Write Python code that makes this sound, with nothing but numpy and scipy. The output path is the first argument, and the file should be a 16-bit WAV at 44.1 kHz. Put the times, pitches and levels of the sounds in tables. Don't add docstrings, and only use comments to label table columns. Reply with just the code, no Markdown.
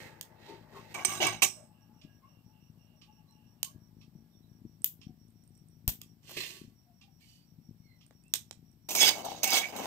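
import sys
import numpy as np
from scipy import signal
from scipy.fft import rfft, irfft
from scipy.io import wavfile
from scipy.ndimage import uniform_filter1d

SR = 44100
rng = np.random.default_rng(int(sys.argv[2]) if len(sys.argv) > 2 else 0)


def store_wav(level_fs):
    pcm = np.round(np.clip(np.atleast_2d(level_fs), -1, 1) * 32767)
    wavfile.write(sys.argv[1], SR, pcm.T.astype(np.int16))


N = 434826



def undb(db):
    return 10 ** (np.asarray(db, float) / 20)


def level(x, db):
    return x * undb(db) / np.sqrt(np.mean(x ** 2))


def fade(t, t60):
    return 1000. ** (-t / t60)


def band(x, lo_hz, hi_hz):
    return signal.sosfilt(signal.butter(2, [lo_hz, min(hi_hz, .45 * SR)], "band", fs=SR, output="sos"), x)


def split(x, *edges_hz):
    lows = [signal.sosfiltfilt(signal.butter(3, hz, fs=SR, output="sos"), x) for hz in edges_hz]
    return [upper - lower for lower, upper in zip([0] + lows, lows + [x])]


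def causal(log_gain):
    c = irfft(log_gain)
    c[1:len(c) // 2] *= 2
    c[len(c) // 2 + 1:] = 0
    return irfft(np.exp(rfft(c)))[:len(c) // 2]


def on_bins(table):
    hz, db = np.transpose(table)
    return np.interp(np.log(np.linspace(1, SR / 2, num=2049)), np.log(hz), db)


def colour(x, table):
    return signal.oaconvolve(x, causal(np.log(undb(on_bins(table)))))[:len(x)]


def ring(x, modes):
    return sum(undb(db) * signal.lfilter(*signal.iirpeak(hz, hz / width_hz, SR), x) for hz, width_hz, db in modes)


def narrow_noise(hz, width_hz):
    modes = [(hz, width_hz, 0)]
    return ring(ring(rng.standard_normal(N), modes), modes)


def curve(table, column):
    t = np.array(table)
    return np.interp(np.arange(N) / SR, t[:, 0], t[:, column])


def walk(n, rate):
    k = int(SR / rate)
    steps = np.repeat(rng.standard_normal(n // k + 1), k)
    return 1.285 * uniform_filter1d(uniform_filter1d(steps, k), k)[:n]


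def add(track, s, x):
    i = int(s * SR)
    track[..., i:i + x.shape[-1]] += x[..., :N - i]


def burst(t60, db, tone, lo_hz, hi_hz):
    t = np.arange(int(SR * t60) + 2048) / SR
    x = colour(rng.standard_normal(len(t)) * fade(t, t60), tone)
    return x * undb(db) / np.abs(band(x, lo_hz, hi_hz)).max()


# frequency in Hz, relative strength in dB per Hz.
AIR_TONE = [(15, -52), (25, -22.5), (92, -5), (161, -2.5), (242, -9.5), (439, -34), (734, -26),
            (1290, -35.5), (4870, -37), (5570, -32.5), (6380, -45), (8360, -36), (9570, -48),
            (14000, -29.5), (16000, -42.5)]
AIR_DB = -75.5


def air():
    shared, *own = [colour(rng.standard_normal(N), AIR_TONE) for _ in range(3)]
    x = band(shared, 20, 530) + np.array([band(k, 320, 18000) + 0.053 * k for k in own])
    return x * undb(AIR_DB) / np.std(band(x, 330, 17000))


ROOM_T60_S, ROOM_TREBLE_T60_S = 0.2, 0.19
ROOM_GAP_S = .013
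WALL_S, WALL_DB = 0.018, 6


def kitchen(x):
    t = np.arange(int(.6 * SR)) / SR
    n = rng.standard_normal((2, len(t)))
    low = band(n, 60, 3400)
    tail = low * fade(t, ROOM_T60_S) + (n - low) * fade(t, ROOM_TREBLE_T60_S)
    tail *= np.clip(t / ROOM_GAP_S, 0, 1) ** 2
    tail *= undb(WALL_DB * np.exp(-((t - WALL_S) / 0.0027) ** 2))
    return signal.oaconvolve(x, tail / np.sqrt(np.sum(tail ** 2) / 2), axes=1)[:, :N]


# frequency in Hz, width in Hz, relative gain in dB.
PAN_HUM = [(630, 48, 2.5), (860, 26, 3.5), (1122.6, 16, 1), (1646.4, 16, -1.5)]
MURMUR_START_S, MURMUR_END_S = 0.016, 5.1
MURMUR_DB, MURMUR_FADE_DB_PER_S = -76, -4


def murmur():
    t = np.arange(N) / SR - MURMUR_START_S
    on = (t > 0) & (t < MURMUR_END_S - MURMUR_START_S)
    hum = sum(ring(rng.standard_normal(N) * undb(8.9 * walk(N, 9)), [mode]) for mode in PAN_HUM)
    noise = level(band(rng.standard_normal(N), 470, 1040), MURMUR_DB) * undb(3.1 * walk(N, 14))
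    return on * (noise + level(hum, MURMUR_DB + 3.5)) * undb(MURMUR_FADE_DB_PER_S * t)


# time in seconds, number of chirps so far.
HIGH_CHIRPS = [(1.808, 0), (3.492, 10), (6.088, 25), (6.974, 30), (8.685, 40), (8.95, 41.5)]
LOW_CHIRPS = [(1.52, 0), (3.68, 8)]


def cricket(chirps, hz, width_hz, duty, db):
    phase = curve(chirps, 1)
    off = np.abs(phase - np.round(phase))
    gate = np.clip((duty / 2 - off) / 0.26, 0, 1) * (phase > 0) * (phase < chirps[-1][1])
    return level(narrow_noise(hz, width_hz), db) * gate


# start in seconds, length in seconds, first pitch in Hz, last pitch in Hz,
# level in dB, octave overtone in dB relative to the note.
BIRD = [(1.68, 0.055, 847, 818, -72, -22), (1.88, 0.04, 876, 860, -72.5, -33),
        (2.205, 0.09, 1086, 1070, -65.5, -18), (3.066, 0.056, 864, 845, -70, -34),
        (3.168, 0.048, 848, 859, -72, -35), (3.291, 0.051, 873, 850, -72, -28.5),
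        (3.264, 0.078, 4070, 4048, -73.5, -27.5), (3.647, 0.05, 1077, 1140, -59.5, -26),
        (4.3, 0.078, 3560, 3700, -76.5, -31.5), (4.41, 0.077, 3830, 3990, -77, -25),
        (5.065, 0.069, 750, 734, -70, -47), (6.846, 0.11, 734.6, 670, -71, -26),
        (7.016, 0.094, 790, 810, -69.5, -29), (7.199, 0.062, 2324, 2180, -69, -3),
        (7.799, 0.2, 2223, 1970, -74, -2), (8.228, 0.065, 2650, 2680, -70, -27)]


def bird():
    out = np.zeros(N)
    for s, length, hz0, hz1, db, over_db in BIRD:
        n = int(length * SR)
        pitch = np.linspace(hz0, hz1, n) * (1 + .025 * walk(n, 200))
        turn = 2 * np.pi * np.cumsum(pitch) / SR
        whistle = np.sin(turn) + undb(over_db) * np.sin(2 * turn)
        add(out, s, undb(db + 2 * walk(n, 75)) * np.hanning(n) * whistle)
    return out


# time in seconds, level in dB.
FLAME = [(0.0, -53), (0.22, -61), (1.19, -52.5), (1.24, -46.5), (1.67, -63), (3.5, -63.5), (4.06, -60),
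         (5.82, -62.5), (5.89, -49.5), (6.0, -58.5), (6.73, -70.5), (7.53, -66), (8.79, -65), (9.01, -51.5),
         (9.23, -59.5), (9.86, -57.5)]
# start in seconds, peak in dB, pitch in Hz.
PUFFS = [(2.04, -41, 208.6), (2.454, -48.5, 162.6), (2.692, -49, 158.3), (3.751, -40.5, 191.1),
         (4.15, -41.5, 171.5), (4.506, -49.5, 156.6), (4.609, -44.5, 191), (4.642, -36, 224),
         (5.06, -37, 174.7), (5.0861, -40.5, 200.6), (5.606, -51, 162.4), (5.872, -32, 85.7),
         (6.364, -36.5, 345), (6.606, -37, 234), (6.63, -47, 220), (6.67, -43, 166.6), (7.578, -44.5, 173),
         (7.682, -41, 167.3), (7.794, -46.5, 148.8), (8.563, -48, 161.7)]
# frequency in Hz, width in Hz, relative gain in dB.
FLAME_RING = [(105, 38, 2.5), (148, 40, 3.5), (223.3, 18, 1.5), (306, 40, -20.5)]
FLAME_HZ, PUFF_RISE_S = 54.48, .005
FLARE_DB, FLARE_T60_S = -13, 0.2


def flame():
    timing, force = rng.standard_normal((int(N / SR * 70), 2)).T
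    at = (np.cumsum(1 + 0.046 * timing) * SR / FLAME_HZ).astype(int)
    force_db = 4.0 * force + 3.0 * (-1.) ** np.arange(len(at))
    pulses, out = np.zeros(N), np.zeros(N)
    pulses[at[at < N]] = undb(force_db)[at < N]
    strength = undb(curve(FLAME, 1))
    t = np.arange(SR // 2) / SR
    rise = np.sin(np.pi / 2 * np.minimum(t / PUFF_RISE_S, 1)) ** 2
    for s, db, hz in PUFFS:
        hump = np.exp(-((t - .011) * hz / 0.513) ** 2)
        add(out, s, rise * undb(db) * np.sin(2 * np.pi * hz * t) * hump)
        add(strength, s, rise * undb(db + FLARE_DB - 60 * t / FLARE_T60_S))
    flutter = band(band(ring(pulses, FLAME_RING), 48, 370), 40, 410)
    return out + strength * level(flutter, -2.5)


# frequency in Hz, relative strength in dB per Hz.
TICK_TONE = [(530, -30), (900, -28), (1180, -6), (1460, -28.5), (2700, 0), (3300, -2), (3840, -7.5),
             (5500, -4), (6230, -14), (10000, -25), (13000, -64), (22000, -120)]
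FIRST_TICK_S, TICK_GAP_S, TOCK_LATE_S = 2.012, .9994, .002
TICK_DB, TOCK_DB, TICK_RISE_S = -52.5, -48, 0.0055


def clock():
    out = np.zeros(N)
    for k in range(8):
        x = burst(0.098, (TICK_DB, TOCK_DB)[k % 2], TICK_TONE, 1100, 7700)
        rise = np.minimum(np.arange(len(x)) / SR / TICK_RISE_S, 1)
        add(out, FIRST_TICK_S + k * TICK_GAP_S + k % 2 * TOCK_LATE_S, x * rise)
    return out


# middle in seconds, spread in seconds, pitch in Hz,
# width in Hz, level at the middle in dB.
THUD = (1.265, .05, 108, 25, -45)


def thud():
    s, spread, hz, width_hz, db = THUD
    return level(narrow_noise(hz, width_hz), db) * np.exp(-((np.arange(N) / SR - s) / spread) ** 2)


# time in seconds, starting strength in dB.
BUMPS = [(9.267, -33), (9.2862, -29.5), (9.3187, -28), (9.3475, -35)]


def bumps():
    out, t = np.zeros(N), np.arange(SR // 10) / SR
    for s, db in BUMPS:
        add(out, s, undb(db) * np.sin(2 * np.pi * 790 * t) * fade(t, .035))
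    return out


# time in seconds, peak from 1.5 to 10 kHz in dB, the part below 1.5 kHz and the part
# above 10 kHz in dB against it, left minus right in dB, shreds in dB against the snap.
POPS = [(0.2105, -27.5, -22, -1, -2, -23), (3.6295, -14.5, -28, -5.5, -1.5, -32),
        (4.8431, -19.5, -32, 10.5, -0.5, -21.5), (5.8773, -18.5, -18.5, 4, 1, -14),
        (6.015, -35.5, -24, 0, -2.5, -23), (6.294, -44.5, -4, 0, -1, -6), (8.108, -58, 5.5, -33, -2, -18),
        (8.337, -10.5, -24.5, -7, -3, -21.5), (8.5098, -30, -15, -23.5, -3, -33)]
# frequency in Hz, relative strength in dB per Hz.
POP_TONE = [(180, -58), (300, -17.5), (1090, -17), (1270, -22), (3300, 2.5), (4900, -0.5), (6140, 1.5),
            (8500, 3), (9980, -5.5), (13000, 7.5), (15200, 3), (16500, -8.5)]
# time in seconds, peak from 5.9 to 8.45 kHz in dB.
CRACKLES = [(3.309, -63), (4.8188, -49), (5.2824, -67), (5.3049, -63.5), (5.4374, -61.5), (5.4758, -60),
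            (5.552, -60), (5.5759, -59), (5.6853, -59.5), (8.064, -57.5), (8.238, -59), (8.2812, -58),
            (8.7155, -65)]


def pops():
    out = np.zeros((2, N))
    snap = colour(signal.unit_impulse(2048), POP_TONE)
    snap /= np.abs(band(snap, 1500, 9670)).max()
    for s, db, low_db, high_db, pan_db, shreds_db in POPS:
        x = np.zeros(SR // 5)
        for late_s, gain_db in (.001, 1), (.0024, -21):
            add(x, late_s, undb(gain_db) * snap)
        add(x, .0012, burst(0.013, -8.0, POP_TONE, 1700, 8900))
        shreds = burst(0.15, shreds_db, POP_TONE, 1500, 13000)
        add(x, .003, shreds * undb(3.8 * walk(len(shreds), 200)))
        parts = split(x, 1500, 10000)
        x = sum(p * undb(db + d) / np.abs(p).max() for p, d in zip(parts, (low_db, 0, high_db)))
        add(out, s, x * undb([[pan_db / 2], [-pan_db / 2]]))
    crackle_tone = [(3000, -18.5), (7000, -10.0), (8600, 9.5), (10000, -23.0)]
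    for s, db in CRACKLES:
        add(out, s, burst(0.0088, db, crackle_tone, 5900, 8450))
    return out


# start in seconds, length in seconds, pitch in Hz, level in dB.
CATCHES = [(0.0, 0.038, 2190, -55), (0.474, 0.11, 383, -51.5), (.45, 0.15, 905, -57),
           (0.721, 0.088, 410, -55), (0.718, 0.093, 902, -60), (0.746, 0.064, 1086, -53),
           (0.945, 0.019, 2270, -38), (1.0492, 0.016, 6140, -28), (1.0492, 0.012, 8420, -26.5),
           (1.06, 0.13, 1148, -48), (1.194, 0.09, 365, -40), (1.229, 0.05, 2660, -37),
           (1.256, 0.051, 2270, -39), (1.4225, 0.011, 2700, -20), (7.211, 0.2, 2980, -72.5),
           (7.254, 0.22, 4600, -70.5), (8.948, 0.19, 2265, -39.5), (8.975, 0.058, 6510, -27),
           (8.996, 0.043, 5150, -25), (8.998, 0.099, 3374, -24.5), (9.005, 0.037, 8252, -29),
           (9.055, 0.049, 4880, -25.5), (9.424, 0.12, 2240, -40.5), (9.428, 0.021, 6220, -34),
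           (9.452, 0.089, 788, -40.5), (9.495, 0.051, 4920, -33.5), (9.528, 0.083, 3350, -31.5),
           (9.545, 0.036, 8350, -33), (9.615, 0.05, 2267, -35)]
CATCH_WIDTH_HZ, CATCH_RATE = 25, 1500.
CATCH_GRIP = 2.5


def catches():
    out = np.zeros(N)
    for s, length, hz, db in CATCHES:
        n = int(length * SR)
        slips = (rng.random(SR // 5) < CATCH_RATE / SR) * rng.standard_normal(SR // 5)
        progress = np.clip(np.arange(SR // 5) / n, 0, 1)
        slips *= np.sqrt(np.sin(np.pi * progress ** .6) + 1e-12)
        x = ring(slips, [(hz, max(CATCH_WIDTH_HZ, CATCH_GRIP / length), 0)])
        add(out, s, x * undb(db) / np.std(x[:n]))
    return out


# pitch in Hz, relative strength in dB, t60 in seconds.
BLADE = [(2433, 0, .16), (4468, -5, .13), (5303, -13, .42), (5706, -2, .28), (6309, -8, .18),
         (7219, -15, .31), (7736, -16, .36), (8064, -2, .4), (8511, -12, .4), (8290, -6, .35),
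         (8915, -9, .23)]


def blade_song():
    t = np.arange(SR // 2) / SR
    return sum(undb(db) * np.sin(2 * np.pi * hz * t) * fade(t, t60) for hz, db, t60 in BLADE)


# time in seconds, peak of the rattle in dB, rattle t60 in seconds,
# blade song in dB against that peak.
KNOCKS = [(.485, -46, 0.16, -45), (0.9412, -30, 0.064, -28), (1.0478, -9.5, 0.019, -34),
          (1.2166, -39, 0.07, -33), (1.2656, -18, 0.043, -40), (1.4205, -11, 0.025, -18),
          (1.4281, -13, 0.09, -41), (6.366, -24.5, 0.11, -45), (6.402, -26, 0.1, -47),
          (6.432, -29, 0.05, -45), (7.2084, -60.5, 0.22, -32.5), (8.8873, -21.5, 0.12, -26),
          (8.9046, -20, 0.3, -25.5), (8.9494, -14, 0.19, -20.5), (9.012, -12, 0.036, -45),
          (9.027, -9.5, 0.03, -45), (9.046, -13, 0.042, -45), (9.079, -14.5, 0.026, -45),
          (9.247, -29, 0.066, -45), (9.4315, -12.5, 0.073, -21), (9.4404, -11, 0.023, -46),
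          (9.474, -16.5, 0.044, -45), (9.503, -14.5, 0.029, -45), (9.530, -15.5, 0.043, -35),
          (9.563, -16.5, 0.052, -45), (9.586, -21, 0.039, -45), (9.7617, -30.5, 0.12, -20),
          (9.847, -52, 0.054, -45)]
KNOCK_RISE_S = .0025


def knocks(out, start_s, end_s, tone, modes, ring_db):
    t, song = np.arange(SR // 2) / SR, blade_song()
    for s, peak_db, t60, blade_db in KNOCKS:
        if not start_s <= s < end_s:
            continue
        rattle = rng.standard_normal(len(t)) * fade(t, t60) * np.minimum(t / KNOCK_RISE_S, 1)
        favour_db = 4.4 * rng.standard_normal(len(modes))
        favoured = [(hz, width_hz, db + f) for (hz, width_hz, db), f in zip(modes, favour_db)]
        hit = colour(rattle, tone) + undb(ring_db) * ring(rattle, favoured)
        add(out, s, hit * undb(peak_db) / np.abs(hit).max())
        add(out, s, undb(peak_db + blade_db) * song)


# motion, three offsets in dB (boom below 1.3 kHz, clang up to 2.6 kHz, brightness
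# above 5.5 kHz), then the pressure as points of time in seconds and level in dB.
STROKES = [ ("lift", (-2.2, -1.5, -1.2), [(0.0, -57), (0.196, -83), (0.334, -87.5)]),
           ("lift", (-8, -15, -10), [(0.335, -86), (0.412, -66), (0.5, -60), (0.672, -81)]),
           ("lift", (-5.5, -8.5, -4), [(0.673, -84), (0.77, -63), (0.85, -70.5), (0.935, -60.5)]),
           ("lay", (7, 1.3, 0), [(0.941, -66), (0.945, -50.5), (1.045, -58)]), ("lay", (0, 0, 5.8),
           [(1.046, -50), (1.05, -60), (1.065, -50), (1.12, -45), (1.2, -52)]), ("lay", (0.14, -4.5, -7),
           [(1.201, -41), (1.221, -29), (1.29, -36), (1.417, -63)]), ("lay", (-6, -12, 8.8), [(1.418, -42),
           (1.421, -49), (1.43, -26), (1.493, -59.5), (1.69, -89.5)]), ("drag", (-11.5, -13.5, -1.5),
           [(6.22, -82.5), (6.284, -56), (6.355, -54), (6.39, -46.5), (6.502, -50), (6.642, -69),
           (6.75, -94)]), ("drag", (-46, -19.5, 0), [(7.18, -99), (7.212, -72.5), (7.368, -73.5),
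           (7.45, -90), (7.55, -99)]), ("stir", (0, -2, 0.72), [(8.886, -53), (8.89, -67), (8.94, -71),
           (8.984, -35.5), (9.016, -25.5), (9.092, -26), (9.136, -51), (9.226, -53)]),
           ("stir", (0.19, -17, -7.5), [(9.227, -56), (9.286, -42.5), (9.429, -59)]),
           ("stir", (-1.5, -1.6, 0.31), [(9.43, -51.5), (9.436, -35), (9.465, -43.5), (9.563, -26),
           (9.635, -48), (9.72, -59)]), ("stir", (5.5, -0.74, 1.2), [(9.721, -60.5), (9.77, -53.5),
           (9.813, -51.5), (9.86, -45.5)]), ]
KEEPS = {"lift": (0.51, 0.114, 0.056), "lay": (0.24, 0.17, 0.033), "drag": (0.36, 0.032, 0.08),
         "stir": (0.66, 0.22, 0.18)}
FIRM_DB = -40


def spatula(motion, tone, modes, ring_db, rate, spread_db, shift_db, apart, minor_db):
    out = np.zeros((2, N))
    minor_hz = 1500 * 2 ** rng.uniform(0, 3.2, size=24)
    minor = [(hz, 30, minor_db + np.interp(hz, *np.transpose(tone))) for hz in minor_hz]
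    for name, bands_db, pressure in STROKES:
        if name != motion:
            continue
        start_s, end_s = pressure[0][0], pressure[-1][0]
        a, b = int(start_s * SR), min(int(end_s * SR), N)
        lead = SR // 20
        n = b - a + lead
        sizes = undb(spread_db * np.minimum(rng.exponential(size=(3, n)), 3))
        clicks = (rng.random((3, n)) < rate / SR) * rng.standard_normal((3, n)) * sizes
        clicks *= undb(1.3 * walk(n, 120))
        clicks = clicks[0] + apart * band(clicks[1:], 440, 22000)
        rub = np.array([colour(c, tone) for c in clicks])
        for mode in modes + minor:
            rub += undb(ring_db) * ring(clicks * undb(shift_db * walk(n, 45)), [mode])
        db = np.interp(np.arange(a, b) / SR, *np.transpose(pressure))
        boom, clang, bright = (d + k * (FIRM_DB - db) for d, k in zip(bands_db, KEEPS[motion]))
        parts = [p[:, lead:] for p in split(rub, 1300, 2600, 5500)]
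        edge = signal.windows.tukey(b - a, .006 * SR / (b - a))
        out[:, a:b] += edge * sum(undb(db + d) * level(p, 0) for p, d in zip(parts, (boom, clang, 0, bright)))
        knocks(out, start_s, end_s, tone, modes, ring_db)
    return out


# frequency in Hz, relative strength in dB per Hz.
DRAG_TONE = [(120, -45), (200, -17), (360, -3.5), (579, -7), (899, -14.5), (1120, -20), (1450, -25),
             (1810, 0.5), (2700, 4), (4300, -2.5), (5200, -9.5), (8270, -17.5), (9750, -30), (13800, -12),
             (16000, -31.5)]
# frequency in Hz, width in Hz, relative gain in dB.
LIFT_RING = [(355.3, 25, -4.5), (602, 47, -16), (885, 33, -4), (1700, 26, -17.5), (2445, 270, -15),
             (3800, 790, -9)]
DRAG_RING = [(370, 34, 4.5), (1131, 36, -3), (1852, 23, 1), (2560, 110, 1), (3490, 44, 1), (4090, 45, 5.5),
             (5570, 41, -9), (7400, 39, -6), (8200, 86, -11)]


def lift_and_drag():
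    return sum(spatula(motion, DRAG_TONE, modes, 3.9, rate=3000.0, spread_db=0.5, shift_db=3.0,
                       apart=0.79, minor_db=0.5)
               for motion, modes in (("lift", LIFT_RING), ("drag", DRAG_RING)))


# frequency in Hz, relative strength in dB per Hz.
LAY_TONE = [(120, -37.5), (200, -24.5), (360, -5), (558, -14), (763, -1.5), (1530, -16.5), (2650, 2),
            (4860, -5.5), (6050, -0.5), (8270, -10.5), (9750, -24.5), (14300, -9), (16000, -28.5)]
# frequency in Hz, width in Hz, relative gain in dB.
LAY_RING = [(369.5, 8.8, -4.5), (765, 96, -10), (2300, 80, -0.5), (1133, 89, -10), (6110, 45, -3.5),
            (6700, 40, -8.5), (8180, 130, -1),]


def lay():
    return spatula("lay", LAY_TONE, LAY_RING, 8.3, rate=3000.0, spread_db=2.5, shift_db=5.5,
                   apart=0.94, minor_db=-0.5)


# frequency in Hz, relative strength in dB per Hz.
STIR_TONE = [(120, -53), (200, 6.5), (749, -4), (1530, -8), (2210, -5.5), (3020, 8), (3310, 6), (4200, 2),
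             (6520, 10), (8580, 1.5), (9750, -3), (11500, 5.5), (16000, 5.5)]
# frequency in Hz, width in Hz, relative gain in dB.
STIR_RING = [(757, 234, 6), (2227, 28, 10.5), (2716, 140, 4), (3390, 77, -7), (3860, 100, 5.5),
             (4530, 85, 9), (5050, 160, 3), (5900, 61, 12), (6200, 54, 2), (6380, 55, 12), (6600, 31, 12),
             (8320, 38, 16), (11720, 98, -4.5)]


def stir():
    return spatula("stir", STIR_TONE, STIR_RING, 1.1, rate=4000., spread_db=3.0, shift_db=6.0,
                   apart=0.97, minor_db=-3.0)


def scene():
    metal = lay() + stir() + catches() + bumps()
    drag = lift_and_drag()
    snaps, ticks = pops(), clock()
    faint = bird() + murmur()
    faint += cricket(HIGH_CHIRPS, 5634, 180, 0.74, -79.0) + cricket(LOW_CHIRPS, 2810, 230, 0.91, -81)
    wet = kitchen(undb(-15.5) * metal + undb(-9.0) * drag + undb(-10.0) * snaps
                  + undb(-2.0) * ticks + undb(-1.5) * faint)
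    loud = undb(-4.0) * metal + undb(-4) * drag + snaps
    return loud + ticks + faint + wet + undb(-1.0) * flame() + thud() + air()


# start in seconds, strength in dB, pitch in Hz, t60 in seconds.
GUST = (5.878, -21, 52, .09)


def gust(out):
    s, db, hz, t60 = GUST
    t = np.arange(SR // 5) / SR
    add(out, s, -undb([[db], [db - 21]]) * np.sin(2 * np.pi * hz * t) * fade(t, t60))


# frequency in Hz, left minus right in dB.
PORTS = [(60, 11.5), (300, 6.5), (700, 8.5), (1100, 4), (1600, -2.5), (2200, -11.5), (3200, -12),
         (4500, -9), (6500, -14.5), (8300, -24), (9500, 0.5), (10500, -4.5), (12500, 10), (15500, 7)]
PORT_LAG = 6
TOP_HZ = 15600


def record(dry):
    ratio = undb(on_bins(PORTS))
    right = 2 / np.sqrt(1 + ratio ** 2)
    gains = (right * ratio, right)
    out = np.array([signal.oaconvolve(c, causal(np.log(g)))[:N] for c, g in zip(dry, gains)])
    out[1] = np.roll(out[1], PORT_LAG)
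    gust(out)
    rounded = .8 * np.tanh(out / .8)
    return signal.sosfilt(signal.ellip(10, .2, 80, TOP_HZ, fs=SR, output="sos"), rounded)


dry = scene()
out = record(dry)
store_wav(out)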